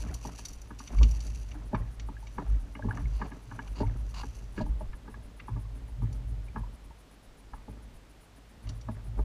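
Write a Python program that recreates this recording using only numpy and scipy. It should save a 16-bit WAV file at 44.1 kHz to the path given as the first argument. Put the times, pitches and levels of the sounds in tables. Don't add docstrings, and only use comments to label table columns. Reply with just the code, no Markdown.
import sys
import numpy as np
from scipy import signal
from scipy.fft import rfft, irfft, next_fast_len
from scipy.io import wavfile
from scipy.ndimage import uniform_filter1d

SR = 44100
rng = np.random.default_rng(int(sys.argv[2]) if len(sys.argv) > 2 else 0)


def output_pcm(signal):
    pcm = np.clip(np.atleast_2d(signal).T, -1, 1) * 32767
    wavfile.write(sys.argv[1], SR, np.round(pcm).astype(np.int16))


N = 407484
LEAD_S = .02


def from_db(db):
    return 10 ** (np.asarray(db) / 20)


def rms_one(x):
    return x / np.sqrt(np.mean(x ** 2) + 1e-20)


def crest_one(x):
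    return x / np.sqrt(uniform_filter1d(x ** 2, size=SR // 250).max() + 1e-20)


def in_time(rows):
    return np.interp(np.arange(N) / SR, *np.transpose(rows))


def add(out, s, sound):
    at = max(round(s * SR), 0)
    out[at:at + len(sound)] += sound[:max(N - at, 0)]


def band(x, low, high, order=2):
    sos = signal.butter(order, [low, min(high, .45 * SR)], "band", fs=SR, output="sos")
    return signal.sosfilt(sos, x)


def around(x, hz, octaves, order):
    return band(x, hz * 2 ** (-octaves / 2), hz * 2 ** (octaves / 2), order)


def colour(x, spectrum):
    hz, db = np.transpose(spectrum)
    bins = np.maximum(np.fft.rfftfreq(N, 1 / SR), 1)
    gain_db = np.interp(np.log(bins), np.log(hz), db)
    return irfft(rfft(x) * from_db(gain_db), N)


def drift(hz):
    step = 40
    r = np.exp(-2 * np.pi * hz * step / SR)
    slow = signal.lfilter([1], [1, -2 * r, r * r], rng.standard_normal(N // step + 2002))[2000:]
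    return np.interp(np.arange(N) / step, np.arange(len(slow)), rms_one(slow))


def swells(events, rise_s, fall_s, gain_db=0):
    t, power = np.arange(0, N, 40) / SR, 0
    for s, db in events:
        fade = np.where(t < s, ((t - s) / rise_s) ** 2, (t - s) / fall_s)
        power = power + (from_db(db + gain_db) * np.exp(-fade)) ** 2
    return np.interp(np.arange(N) / SR, t, power)


def resonance(x, hz, width):
    r = np.exp(-np.pi * width / SR)
    feedback = [1, -2 * r * np.cos(2 * np.pi * hz / SR), r * r]
    return signal.lfilter(np.array([1, 0, -1]) * (1 - r * r) / 2, feedback, x + 1e-18)


def body(x, tones, spread_db):
    return sum((-1) ** k * from_db(db + spread_db * rng.standard_normal()) * resonance(x, hz, width)
               for k, (hz, width, db) in enumerate(tones))


def grains(per_s, spread_db, size=N):
    heights = from_db(spread_db * np.minimum(rng.exponential(1, size), 4))
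    signs = rng.choice([-1, 1], size)
    return heights * signs * (rng.random(size) < per_s / SR)


def blow(per_s, scatter, lead_s, decay_s, tail, tail_s):
    t = np.arange(SR // 4) / SR - LEAD_S
    before = scatter * np.exp(-abs(t) / lead_s)
    after = scatter * np.exp(-abs(t) / decay_s) + tail * np.exp(-abs(t) / tail_s)
    force = grains(per_s, 3.37, len(t)) * np.where(t < 0, before, after)
    force[round(LEAD_S * SR)] = 1
    return force


# f/Hz, level/dB
AIR_COLOUR = [(35, -19), (60, -9), (90, -17), (290, -19.5), (500, -22), (1400, -28.5), (3400, -33.5),
              (8700, -42.5), (9800, -43.5), (14500, -50.5)]
def air():
    hush = colour(rng.standard_normal(N), AIR_COLOUR)
    hush = hush / np.std(band(hush, 1000, 15000))
    gusts = rms_one(band(rng.standard_normal(N), 13, 52)) * from_db(8.6 * drift(4.3))
    return from_db(-64.5) * hush + from_db(-62) * gusts


def flicker():
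    cycle = (7.3 * np.arange(N) / SR + .12 * drift(3)) % 1
    puffs = uniform_filter1d(1. * (cycle < .26), size=300)
    noise = rng.standard_normal(N)
    hiss = resonance(noise, 9820, 660) + 0.14 * band(noise, 5300, 16000)
    return from_db(-69) * puffs * rms_one(hiss)


def boom(drive, hz, width, steady_s):
    ringing = resonance(resonance(rng.standard_normal(N + SR), hz, width), hz, 2 * width)
    outline = np.abs(signal.hilbert(ringing, next_fast_len(N + SR)))
    power = uniform_filter1d(outline ** 2, size=int(steady_s * SR) + 1) / 2
    return ringing[SR:] * np.sqrt(drive / power[SR:N + SR])


# t/s, level/dB
CHOP = [(0.0, -37), (0.38, -48), (0.9, -47), (1.08, -38.5), (2.42, -44.5), (3.01, -51), (3.5, -51.5),
        (3.86, -37.5), (5.27, -51), (6.25, -35.5), (7.08, -61.5), (7.85, -48.5), (8.21, -62.5),
        (9.24, -39.5)]
# t/s, deep tone level/dB, upper tone against the deep one/dB
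WAVES = [(0.09, -33, -17), (1.01, -13, -22), (1.32, -30.5, -17), (1.8, -31.5, -5.5), (2.06, -35, -12),
         (2.52, -21.5, -21), (2.88, -32.5, 1.5), (3.05, -25, -9.5), (3.16, -29, -27), (3.52, -51, 9.5),
         (3.73, -33, -25), (3.87, -29, -1.5), (4.02, -32, -21), (4.25, -43, -12), (4.71, -26.5, -27),
         (5.19, -43.5, -6), (5.551, -34, 1.5), (5.69, -36, -10.5), (6.042, -33, 4), (6.34, -33.5, -4.5),
         (6.62, -33.5, -10), (7.73, -44.5, -13), (8.702, -34, -1.5), (8.912, -42, 5.5), (9.1, -39.5, 1.5),
         (9.21, -25.5, -31)]
def heave():
    chop_db = in_time(CHOP)
    thuds = swells([(s + LEAD_S, db) for s, db, *_ in SLAPS], rise_s=0.012, fall_s=0.047)
    shoves = swells([(s, db) for s, db, _ in WAVES], rise_s=0.042, fall_s=0.075)
    hard_shoves = swells([(s, db + hard_db) for s, db, hard_db in WAVES], rise_s=0.042, fall_s=0.061)
    deep = from_db(chop_db + 1.5) ** 2 + shoves + from_db(-16) ** 2 * thuds
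    upper = from_db(chop_db - 9.5) ** 2 + hard_shoves + from_db(-8) ** 2 * thuds
    return (boom(deep, hz=49.9, width=6.8, steady_s=0.088)
            + boom(upper, hz=107.6, width=17, steady_s=0.098))


# t/s, level/dB
ARM_RUSTLE = [(0, -62), (0.52, -61.5), (0.72, -68), (0.9, -59), (1.25, -57), (1.62, -70), (2.2, -68),
              (2.95, -66.5), (3.85, -65.5), (4.03, -68), (4.22, -61.5), (4.65, -69), (5.3, -90)]
# t/s, level/dB
SCUFFS = [(0.01, -52), (0.245, -48), (0.39, -51.5), (0.48, -61), (0.8, -58), (2.96, -61.5)]
# f/Hz, level/dB
CLOTH_COLOUR = [(900, -8.5), (2100, -3), (2700, 9), (3500, -5), (4650, 7.5), (5250, -2), (5850, 12.5),
                (6800, 3.5), (8300, -4.5), (10300, -1), (14000, -17)]
def sleeve():
    arm_db = in_time(ARM_RUSTLE)
    moving = np.clip((arm_db + 74) / 10, 0, 1)
    scuffs = swells(SCUFFS, rise_s=0.016, fall_s=0.027)
    rubbing = np.sqrt((from_db(arm_db) * moving) ** 2 + scuffs)
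    clumps = from_db(2.5 * drift(12) + 3.5 * drift(90))
    snaps = grains(per_s=2600, spread_db=4.5) * clumps
    return rubbing * rms_one(colour(snaps, CLOTH_COLOUR))


# t/s, level/dB
SLOSHES = [(0.02, -46.5), (0.11, -47.5), (0.27, -58), (0.96, -49.5), (1.55, -50.5), (2.43, -46),
           (2.95, -47), (3.26, -45.5), (3.57, -52.5), (3.87, -52), (6.07, -59.5), (6.63, -62.5),
           (8.69, -57), (8.95, -54)]
# f/Hz, width/Hz, level/dB
HULL_TONES = [(160.6, 9.7, 7), (224.6, 48, 2.5), (285, 20.8, 3.5), (367.7, 34, -6), (435.5, 25.4, -4),
              (614.5, 48, -1), (692, 110, -25), (856, 71, 2.5), (981, 37, -3), (1064, 9.5, -4.5),
              (1202, 144, -1.5), (1270, 560, -11.5), (1677, 59, 1), (1950, 48, -24), (2155, 150, -10.5),
              (2913, 60, 7.5)]
def wash():
    chop_db = in_time(CHOP)
    stir_db = 0.42 * (chop_db - chop_db.mean())
    sloshes = swells(SLOSHES, rise_s=0.064, fall_s=0.076)
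    delay_s, rise_s, fall_s = 0.0067, 0.023, 0.1
    thud_runoff = swells([(s + delay_s, db) for s, db, *_ in SLAPS], rise_s, fall_s, gain_db=-19)
    clop_runoff = swells([(s + delay_s, db) for s, _, db, *_ in SLAPS], rise_s, fall_s, gain_db=-25.5)
    gurgle_level = np.sqrt(from_db(stir_db - 61) ** 2 + thud_runoff + sloshes)
    trickle_level = np.sqrt(from_db(stir_db - 72.5) ** 2 + clop_runoff + from_db(-6.5) ** 2 * sloshes)
    lapping = from_db(2.5 * drift(8))
    ringing = body(grains(per_s=250, spread_db=3.5), HULL_TONES, spread_db=0)
    gurgle = rms_one(band(ringing, 130, 520, order=3))
    tiny_bubbles = sum(resonance(grains(per_s=30, spread_db=3.5), hz, hz / 12) * (900 / hz) ** 1.3
                       for hz in np.geomspace(650, 2300, 14))
    trickle = rms_one(band(tiny_bubbles, 625, 4000))
    return lapping * (gurgle_level * gurgle + trickle_level * trickle)


# t/s, level/dB, f/Hz
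CLICKS = [(0.1425, -41, 8060), (0.271, -47.5, 8800), (0.453, -37, 7400), (0.4858, -45, 9050),
          (0.532, -50, 9000), (0.617, -50.5, 9550), (0.7912, -45.5, 7100), (0.8757, -44, 4570),
          (0.986, -44, 3970), (1.031, -34, 4800), (1.1112, -46, 8300), (1.205, -46, 6500),
          (1.267, -48, 7500), (1.514, -48.5, 4020), (1.748, -44, 3240), (1.998, -46, 4460),
          (2.27, -50, 4440), (3.6763, -53, 3820), (5.3984, -44.5, 2530), (6.1286, -54.5, 8000),
          (8.6716, -54.5, 4030), (8.6922, -46, 6270), (8.8128, -55, 6170)]
# f/Hz, width/Hz, level/dB
GEAR_TONES = [(1180, 100, 40), (2320, 430, 22.5), (2820, 197, 20), (3820, 114, 10), (3800, 190, -9),
              (4660, 180, 11.5), (5240, 210, -10), (5730, 440, 12), (5930, 170, 19), (7050, 200, 7),
              (8000, 100, 0.5), (10370, 300, 1), (12000, 2300, -8)]
def gear():
    out = np.zeros(N)
    for s, db, hz in CLICKS:
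        force = blow(per_s=7300, scatter=0.69, lead_s=0.0016, decay_s=0.0051, tail=0.052, tail_s=0.043)
        ringing = body(force, GEAR_TONES, spread_db=1)
        click = crest_one(around(ringing, hz, octaves=1.42, order=3))
        add(out, s - LEAD_S, from_db(db - 0.5) * click)
    return out


# t/s, hull thud level/dB, water clop level/dB, clop f/Hz, trapped air f/Hz
SLAPS = [(0.25, -36.5, -36.5, 780, 230.5), (0.389, -54, -44.5, 900, 270), (0.705, -42, -43, 1250, 227),
         (0.803, -47, -42.5, 1480, 267), (1.012, -28.5, -41, 990, 221.5), (1.732, -27, -31.5, 607, 235),
         (1.747, -43, -28, 1410, 288), (2.087, -40, -41, 790, 282), (2.383, -32.5, -30.5, 1130, 278.3),
         (2.753, -40.5, -41.5, 1920, 226.4), (2.793, -54, -39, 724, 277), (2.846, -29, -47, 795, 232),
         (2.886, -43, -37.5, 910, 209), (2.909, -50, -31.5, 1390, 241), (2.973, -40, -38.5, 1430, 267),
         (3.216, -33, -30.5, 1400, 216.5), (3.318, -42, -46, 1520, 277), (3.513, -44, -42.5, 1200, 277),
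         (3.591, -42, -34, 1500, 271), (3.805, -26, -32.5, 600, 406), (4.234, -41, -37, 1160, 257),
         (4.578, -29, -38.5, 1520, 313), (4.606, -33.5, -34, 554, 229), (4.664, -40, -44.5, 680, 304),
         (4.808, -40.5, -38.5, 514, 207), (4.932, -55, -47.5, 1390, 207), (5.078, -40.5, -46.5, 1270, 218),
         (5.142, -52, -44, 1400, 231), (5.483, -42, -37, 950, 232), (5.563, -40.5, -46, 740, 214),
         (6.02, -37, -47, 930, 232), (6.561, -32.5, -33.5, 1130, 220), (7.535, -49, -39.5, 950, 270),
         (7.682, -39.5, -47, 645, 208.7), (8.887, -33, -36, 680, 227), (9.189, -33, -40, 645, 420)]
def slaps():
    out = np.zeros(N)
    split_hz = 476
    for s, thud_db, clop_db, clop_hz, pocket_hz in SLAPS:
        slowness = np.clip(1 + 0.052 * (thud_db - clop_db), .6, 1.5)
        force = blow(per_s=3200, scatter=0.19, lead_s=0.0019 * slowness, decay_s=0.0083 * slowness,
                     tail=0.0049, tail_s=0.12)
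        ringing = body(force, HULL_TONES, spread_db=1.5)
        thud = band(ringing, 168, split_hz, order=4)
        clop = band(around(ringing, clop_hz, octaves=0.98, order=2), split_hz, 2330, order=6)
        slap = from_db(thud_db - 3) * crest_one(thud) + from_db(clop_db - 1.5) * crest_one(clop)
        add(out, s - LEAD_S - .001, slap)
        add(out, s, from_db(thud_db - 6) * plink(pocket_hz, rise=0.059, cycles=4.7))
    return out


def plink(hz, rise, cycles):
    turns = hz * np.arange(SR // 8) / SR
    glide = 1 + rise * np.tanh(turns / cycles - 1)
    tone = np.sin(2 * np.pi * np.cumsum(hz * glide) / SR)
    return crest_one(tone * (1 - np.exp(-turns)) * np.exp(-turns / cycles))


# t/s, f/Hz, level/dB
PLINKS = [(1.553, 303, -46.5), (2.167, 1660, -49), (2.227, 896, -50.5), (2.824, 1655, -42.5),
          (3.056, 2190, -49.5), (3.831, 908, -35), (3.869, 2200, -52.5), (5.651, 1115, -58),
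          (6.484, 2350, -53.5), (6.635, 970, -48.5), (6.907, 914, -52.5)]
def bubbles():
    out = np.zeros(N)
    for s, hz, db in PLINKS:
        add(out, s, from_db(db) * plink(hz, rise=0.023, cycles=9.2))
    return out


# start t/s, end t/s, level/dB
SLIDES = [(3.121, 3.27, -59), (3.753, 3.815, -51.5), (4.139, 4.216, -46.5), (4.561, 4.617, -54.5)]
# f/Hz, width/Hz, level/dB
ROD_TONES = [(1000, 290, 11.5), (1460, 170, -5), (2130, 200, -10), (2820, 140, 7.5), (3060, 250, -1),
             (4600, 440, 5.5), (5380, 120, -8), (5670, 260, -6), (6920, 640, -5), (9600, 5200, -19.5)]
def rod():
    t, pressure = np.arange(N) / SR, 0
    grip_s, release_s = 0.0048, 0.012
    for start, end, db in SLIDES:
        grip = np.clip((t - start) / grip_s, 0, 1)
        release = np.exp(-np.maximum(t - end, 0) / release_s)
        pressure = pressure + from_db(db) * grip * release
    slips = grains(per_s=4000, spread_db=2) * from_db(3.4 * drift(53))
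    return pressure * rms_one(body(slips, ROD_TONES, spread_db=0))


def scene():
    water = heave() + slaps() + bubbles() + wash()
    handling = gear() + rod() + sleeve()
    return (water + handling + air() + flicker())[None]


def record(dry):
    cutoff_hz, fade_s = 15200, .004
    fade_out = np.minimum(np.arange(N)[::-1] / (fade_s * SR), 1)
    return signal.sosfilt(signal.ellip(10, .1, 80, cutoff_hz, fs=SR, output="sos"), dry * fade_out)


dry = scene()
out = record(dry)
output_pcm(out)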